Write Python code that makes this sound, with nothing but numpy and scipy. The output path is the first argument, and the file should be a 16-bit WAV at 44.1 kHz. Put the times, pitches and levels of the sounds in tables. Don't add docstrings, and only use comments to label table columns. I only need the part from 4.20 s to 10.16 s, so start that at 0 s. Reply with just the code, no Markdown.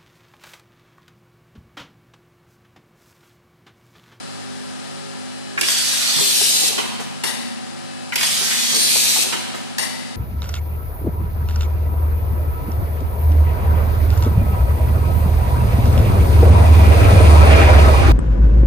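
import sys
import numpy as np
from scipy import signal
from scipy.fft import rfft, irfft, next_fast_len
from scipy.io import wavfile
from scipy.ndimage import map_coordinates

SR = 44100
rng = np.random.default_rng(int(sys.argv[2]) if len(sys.argv) > 2 else 0)


def dump(signal):
    limited = np.clip(np.atleast_2d(signal).T, -1, 1)
    pcm = np.round(limited * 32767).astype(np.int16)
    wavfile.write(sys.argv[1], SR, pcm)


N = 262836
TIME = np.arange(N) / SR
FILTER_SIZE = 4096
HZ = np.fft.rfftfreq(FILTER_SIZE, 1 / SR)

CYCLE_STARTS_S = [1.411, 3.957]
TIGHTEN_ON_S, TIGHTEN_OFF_S = 0.582, 1.076


def amp(db):
    return np.exp(np.asarray(db) * (np.log(10) / 20))


def unit(x):
    return x / np.sqrt(np.mean(np.abs(x) ** 2) + 1e-20)


def curves(table, hz=HZ):
    pitches, *columns = np.transpose(table)
    return np.array([np.interp(np.log(hz + 1), np.log(pitches + 1), column) for column in columns])


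def resonance_db(peaks):
    return sum(db / (1 + (2 * (HZ - hz) / width) ** 2) for hz, width, db in peaks)


def coloured(x, curve_db):
    cepstrum = irfft(np.log(unit(amp(np.atleast_2d(curve_db))) + 1e-6))
    cepstrum[:, 1:FILTER_SIZE // 2] *= 2
    cepstrum[:, FILTER_SIZE // 2 + 1:] = 0
    response = irfft(np.exp(rfft(cepstrum)))
    return signal.oaconvolve(np.atleast_2d(x), response, axes=1)[:, :x.shape[-1]]


def wobble(rate):
    coarse_time = TIME[::64]
    values = rng.standard_normal(int(N * rate / SR) + 4)
    return np.interp(TIME, coarse_time, map_coordinates(values, [coarse_time * rate]))


def diffuse_noise(size, spacing_m=0.14):
    length = next_fast_len(size)
    hz = np.fft.rfftfreq(length, 1 / SR)
    likeness = -0.98 * np.sinc(2 * hz * spacing_m / 343)
    angle = np.arccos(likeness) / 2
    spectra = rfft(rng.standard_normal((2, length))) * [np.cos(angle), np.sin(angle)]
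    common, opposed = irfft(spectra, length)[:, :size]
    return np.array([common + opposed, common - opposed])


def tone(hz, opposed_db, common_db, drift_rad=0.13):
    phase = 2 * np.pi * ((hz * TIME + rng.random()) % 1) + drift_rad * wobble(12)
    opposed, common = amp(opposed_db) * np.sin(phase), amp(common_db) * np.cos(phase)
    waver_db = (1.5 + 2 * drift_rad) * wobble(5.026)
    return np.sqrt(2) * amp(waver_db) * np.array([common + opposed, common - opposed])


def bench_echoes(t60_s=0.042, size=2048):
    return unit(diffuse_noise(size) * amp(-60 * TIME[:size] / t60_s)) / np.sqrt(size)


def hall_echoes(build_s=0.0092, size=256):
    # pitch_hz, t60_s
    ring_times = [(150, 0.71), (800, 1.22), (3000, 1.36), (6000, 0.93), (10000, 0.84), (14000, 0.56)]
    slices = diffuse_noise(size * 128).reshape(2, -1, size)
    t = TIME[:slices[0].size]
    hz, slice_s = np.fft.rfftfreq(size, 1 / SR), t[size // 2::size, None]
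    envelope = amp(-60 * slice_s / curves(ring_times, hz)) * (1 - np.exp(-slice_s / build_s))
    tail = irfft(rfft(slices) * envelope).reshape(2, -1)
    return unit(tail) / np.sqrt(len(t))


def shifting_echoes(x, make_echoes, size):
    out = np.zeros((2, N))
    for start in range(0, N, size // 2):
        piece = x[:, start:start + size] * signal.windows.cosine(size)[:N - start]
        if np.abs(piece).max() > 1e-5:
            echo = signal.fftconvolve(piece, make_echoes(), axes=1)[:, :N - start]
            out[:, start:start + echo.shape[1]] += echo
    return out


def workshop(x, hall_db, bench_db, left_lag_samples=19):
    x = x * np.ones((2, 1))
    direct = np.array([np.roll(x[0], left_lag_samples), -x[1]])
    bench = amp(bench_db) * shifting_echoes(x, bench_echoes, size=SR // 4)
    hall = amp(hall_db) * shifting_echoes(x, hall_echoes, size=SR)
    return (direct + bench + hall) / np.sqrt(1 + amp(hall_db) ** 2 + amp(bench_db) ** 2)


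def fans_and_leak(level_db=-36):
    # pitch_hz, left_db, right_db
    colour = [(25, -31.5, -26.5), (71, -11.5, -8), (200, -4, -3.5), (460, -9.5, -6), (770, -12.5, -9),
              (1460, -12, -15), (2880, -9.5, -16), (5600, -11.5, -18.5), (5970, -14.5, -19.5),
              (7500, -12.5, -36), (9800, -14.5, -60), (11680, -23.5, -58), (12800, -75, -59)]
    # pitch_hz, width_hz, boost_db
    peaks = [(744, 200, 6.5), (1330, 100, 5.5), (1720, 260, 6), (4060, 100, 2), (4920, 270, 3.5)]
    gain = amp(level_db + 0.3 * wobble(3))
    return gain * coloured(diffuse_noise(N), curves(colour) + resonance_db(peaks))


def distant_whine(waver_db=1.5, trim_db=-1.5):
    # pitch_hz, relative_db
    tones = [(1249, -55), (1351, -56.5), (1556, -59), (1674, -60.5), (2589, -60), (2998, -60.5),
             (4059, -59), (4151, -60)]
    return sum(amp(waver_db * wobble(2.49) + trim_db) * tone(hz, db, db, drift_rad=0.9)
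               for hz, db in tones)


def mains_hum(mains_hz=50.04):
    # multiple, opposed_db, common_db
    harmonics = [(1, -56, -100), (2, -44, -69.5), (3, -42, -61.5), (4, -40.5, -100), (5, -37, -62),
                 (6, -54, -60.5), (7, -46.5, -60.5), (10, -56, -64.5), (11, -48, -55.5), (12, -66, -61.5),
                 (15, -57, -61.5), (16, -68, -55.5), (17, -66, -67), (19, -68, -62.5), (20, -55, -59),
                 (24, -62, -61)]
    return sum(tone(round(multiple) * mains_hz, opposed_db, common_db)
               for multiple, opposed_db, common_db in harmonics)


def motor_and_fading_hum(change_s=(1.82, 2.58)):
    # pitch_hz, before_db, after_db, common_db (relative to the opposed part)
    tones = [(169, -56, -48, -17), (232.5, -53, -37.5, -20), (402, -51, -58.5, -3.5),
             (755, -72, -52.5, -1.5), (1182, -65, -61.5, -0.5)]
    out = np.zeros((2, N))
    for hz, before_db, after_db, common_db in tones:
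        gain = amp(np.interp(TIME, change_s, [before_db, after_db]))
        out += gain * tone(hz, 0, common_db, drift_rad=0.9)
    return out


def knocks(gain_db=8.0, rise_share=0.03, size=8192):
    # start_s, relative_db, pitch_hz, width_octaves, t60_s
    cycle_knocks = [(-.036, -20, 2100, 0.54, 0.038), (-.032, -19, 1770, 0.45, 0.038),
                    (-.027, -30, 4950, 2.1, 0.12), (0, -8.5, 6330, 1.7, 0.011), (.001, -35, 547, 1.3, 0.22),
                    (.001, -18, 2770, 0.11, 0.028), (.019, -21.5, 2900, 0.29, 0.078),
                    (.071, -30, 1220, 0.78, 0.072), (.074, -10, 3850, 0.85, 0.009),
                    (0.551, -29.5, 160, 0.32, 0.17), (.572, -29.5, 890, 1.3, 0.11),
                    (.598, -25, 390, 0.3, 0.099), (.8, -23.5, 520, 1.15, 0.046),
                    (1.004, -27, 900, 0.44, 0.053), (1.02, -30.5, 515, 1.3, 0.11),
                    (1.07, -33.5, 650, 1.2, 0.41), (1.165, -21, 2000, 2.2, .11),
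                    (1.167, -28.5, 2980, 0.12, .2), (1.169, -29.5, 980, 0.17, 0.13),
                    (1.171, -28.5, 240, 1.1, 0.15), (1.212, -35.5, 680, 1.2, 0.27),
                    (1.381, -29.5, 760, 2, 0.13), (1.385, -36.5, 6370, 0.78, 0.19),
                    (1.626, -18.5, 4830, 1.5, 0.016), (1.627, -24, 1865, 0.43, 0.042),
                    (1.638, -34.5, 650, 1.1, 0.062)]
    snags = [(4.009, -18, 2990, 1.1, 0.032), (4.032, -25, 2600, 0.91, 0.06), (4.21, -29, 420, 1.4, 0.07),
             (4.305, -24.5, 2070, 0.5, 0.16)]
    # pitch_hz, width_hz, boost_db
    frame_peaks = [(368, 190, 9.5), (732, 59, 6), (964, 140, 4.5), (2040, 570, 3.5)]
    out, t, frame_db = np.zeros(N + SR), TIME[:size], resonance_db(frame_peaks)
    contacts = [(fire_s + delay_s, *knock)
                for fire_s in CYCLE_STARTS_S for delay_s, *knock in cycle_knocks]
    for start_s, db, hz, octaves, t60_s in contacts + snags:
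        band_db = -20 * np.log10(1 + (np.log2((HZ + 1) / hz) / octaves) ** 2)
        softness_db = -10 * np.log10(1 + (HZ / (2 * hz)) ** 2)
        noise = rng.standard_normal(size + FILTER_SIZE)
        rattle = coloured(noise, band_db + softness_db + frame_db)[0, FILTER_SIZE:]
        force = amp(db - 60 * t / t60_s) * (1 - np.exp(-t / (rise_share * t60_s)))
        out[round(start_s * SR):][:size] += unit(force * rattle) * np.sqrt(np.mean(force ** 2))
    return workshop(amp(gain_db) * out[:N], hall_db=2.0, bench_db=4.5)


def cylinder_vent(delay_s=1.624, gain_db=-16.5, t60_s=0.181, landing_s=0.053, surge_db=-7.5):
    # pitch_hz, width_hz, boost_db
    pipe_peaks = [(560, 110, 5), (950, 220, 7), (2000, 320, 9), (2960, 220, 13), (3830, 340, 12),
                  (4680, 240, 13), (5620, 280, 9), (6450, 300, 5), (8550, 450, 6), (9470, 260, 9)]
    # pitch_hz, left_db, right_db
    colour = [(49.9, -40, -43), (100, -27, -19), (380, -6, -1.5), (930, -3, -2.5), (1310, -11.5, -10),
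              (1990, -2.5, -11), (2550, -7.5, -12), (3950, -6, -11), (7100, -5.5, -14), (9000, -3, -19),
              (11320, -3.5, -31), (12600, -12.5, -35), (14000, -12, -36)]
    out = np.zeros(N)
    for fire_s in CYCLE_STARTS_S:
        t = np.maximum(TIME - fire_s - delay_s, 0)
        surge = amp(surge_db) * np.exp(-((t - landing_s) / 0.024) ** 2)
        puff = (1 - np.exp(-t / 0.0014)) * (amp(-60 * t / t60_s) + surge)
        pipe_air = coloured(rng.standard_normal(N), resonance_db(pipe_peaks))[0]
        pitch_ratio = 1 - 0.089 * np.exp(-t / 0.02195)
        out += amp(gain_db) * puff * map_coordinates(pipe_air, [np.cumsum(pitch_ratio)])
    return workshop(coloured(out, curves(colour)), hall_db=0.5, bench_db=0.5)


def valve_flow(pressure, open_s, shut_s, close_t60_s, flutter_db=0.55):
    out = np.zeros(N)
    for fire_s in CYCLE_STARTS_S:
        t = TIME - fire_s
        closing = amp(-60 * np.maximum(t - shut_s, 0) / close_t60_s)
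        out += (t >= open_s) * pressure(np.maximum(t - open_s, 0)) * closing
    return out * amp(flutter_db * wobble(60))


def jaw_whistle(width_hz=680, left_db=-8.5):
    # time_s, pitch_hz, level_db (at the right microphone)
    path = [(1.42, 4820, -28), (1.509, 4730, -20.5), (1.75, 4425, -28.5), (1.9, 4520, -22),
            (2.1, 4270, -20.5), (2.331, 4260, -23), (2.478, 4050, -26), (3.96, 4850, -30),
            (4.06, 4850, -27), (4.332, 4798, -28), (4.519, 4597, -22.5), (4.62, 4296, -21.5),
            (4.9, 4200, -23.5), (5.029, 4000, -29)]
    time_s, hz, db = np.transpose(path)
    lowpass = signal.butter(2, width_hz / 2, fs=SR)
    eddies = unit(signal.lfilter(*lowpass, rng.standard_normal(N) + 1j * rng.standard_normal(N)))
    phase = 2 * np.pi * np.cumsum(np.interp(TIME, time_s, hz)) / SR
    whistle = unit(np.real(eddies * np.exp(1j * phase))) * amp(np.interp(TIME, time_s, db))
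    flow = valve_flow(np.ones_like, 0, TIGHTEN_OFF_S, close_t60_s=0.016)
    return amp([[left_db], [0]]) * whistle * flow


def feed_jet(level_db=-19.5, creep_db_per_s=2.5, fill_s=0.034, swell_at_s=0.09):
    # pitch_hz, left_db, right_db
    colour = [(40, -54, -38), (503, -16.5, -13.5), (1110, -16, -11), (1800, -6, -10.5), (2500, -4, -6.5),
              (2820, -6.5, -5), (3500, 0.5, -0.5), (4570, -2, -6), (5560, -4, 0.5), (6160, -6.5, 1.5),
              (7000, -2.5, -5.5), (8000, -2.5, -3.5), (10200, -3.5, -10), (12000, -10.5, -10.5),
              (14100, -13.5, -13)]

    def pressure(t):
        filling_db = -9 * np.exp(-t / fill_s)
        swell_db = 2.5 * np.exp(-((t - swell_at_s) / 0.027) ** 2)
        return amp(level_db + filling_db + swell_db + creep_db_per_s * t)

    flow = valve_flow(pressure, 0, TIGHTEN_ON_S, close_t60_s=0.12)
    return coloured(flow * rng.standard_normal(N), curves(colour))


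def tightening_jet(level_db=-15.5, creep_db_per_s=0.5, rise_s=0.0025):
    # pitch_hz, left_db, right_db
    colour = [(100, -15, -24), (498, -21, -16.5), (1110, -25, -18), (1800, -13, -15), (2600, -3, -4),
              (2900, -6, -3.5), (3620, -1.5, -4.5), (5570, -4.5, -2), (6260, -4, -1.5), (7200, -4.5, -6.5),
              (9350, 0, -8), (10100, -2, -8.5), (13000, -11, -11), (14700, -12, -14.5)]
    # pitch_hz, width_hz, boost_db
    whistles = [(2880, 250, -1.5), (6430, 220, 3), (7377, 200, -0.5), (7460, 170, 6.5), (8080, 220, 6),
                (8847, 250, 2), (13500, 330, 4)]
    aim = np.array([[1], [0.3]])

    def pressure(t):
        return amp(level_db + creep_db_per_s * t) * (1 - np.exp(-t / rise_s))

    flow = valve_flow(pressure, TIGHTEN_ON_S, TIGHTEN_OFF_S, close_t60_s=0.022)
    return coloured(flow * rng.standard_normal(N), curves(colour) + aim * resonance_db(whistles))


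def scene():
    jets = workshop(feed_jet() + tightening_jet() + jaw_whistle(), hall_db=2.0, bench_db=5.0)
    machine = jets + cylinder_vent() + knocks()
    return machine + mains_hum() + motor_and_fading_hum() + distant_whine() + fans_and_leak()


def record(dry, low_cut_hz=41, top_hz=14300):
    length = next_fast_len(N + SR // 4)
    hz = np.fft.rfftfreq(length, 1 / SR)
    bass_cut = hz / np.hypot(hz, low_cut_hz)
    treble_cut = 1 / (1 + (hz / top_hz) ** 200)
    return irfft(rfft(dry, length) * bass_cut * treble_cut, length)[:, :N]


dry = scene()
out = record(dry)
dump(out)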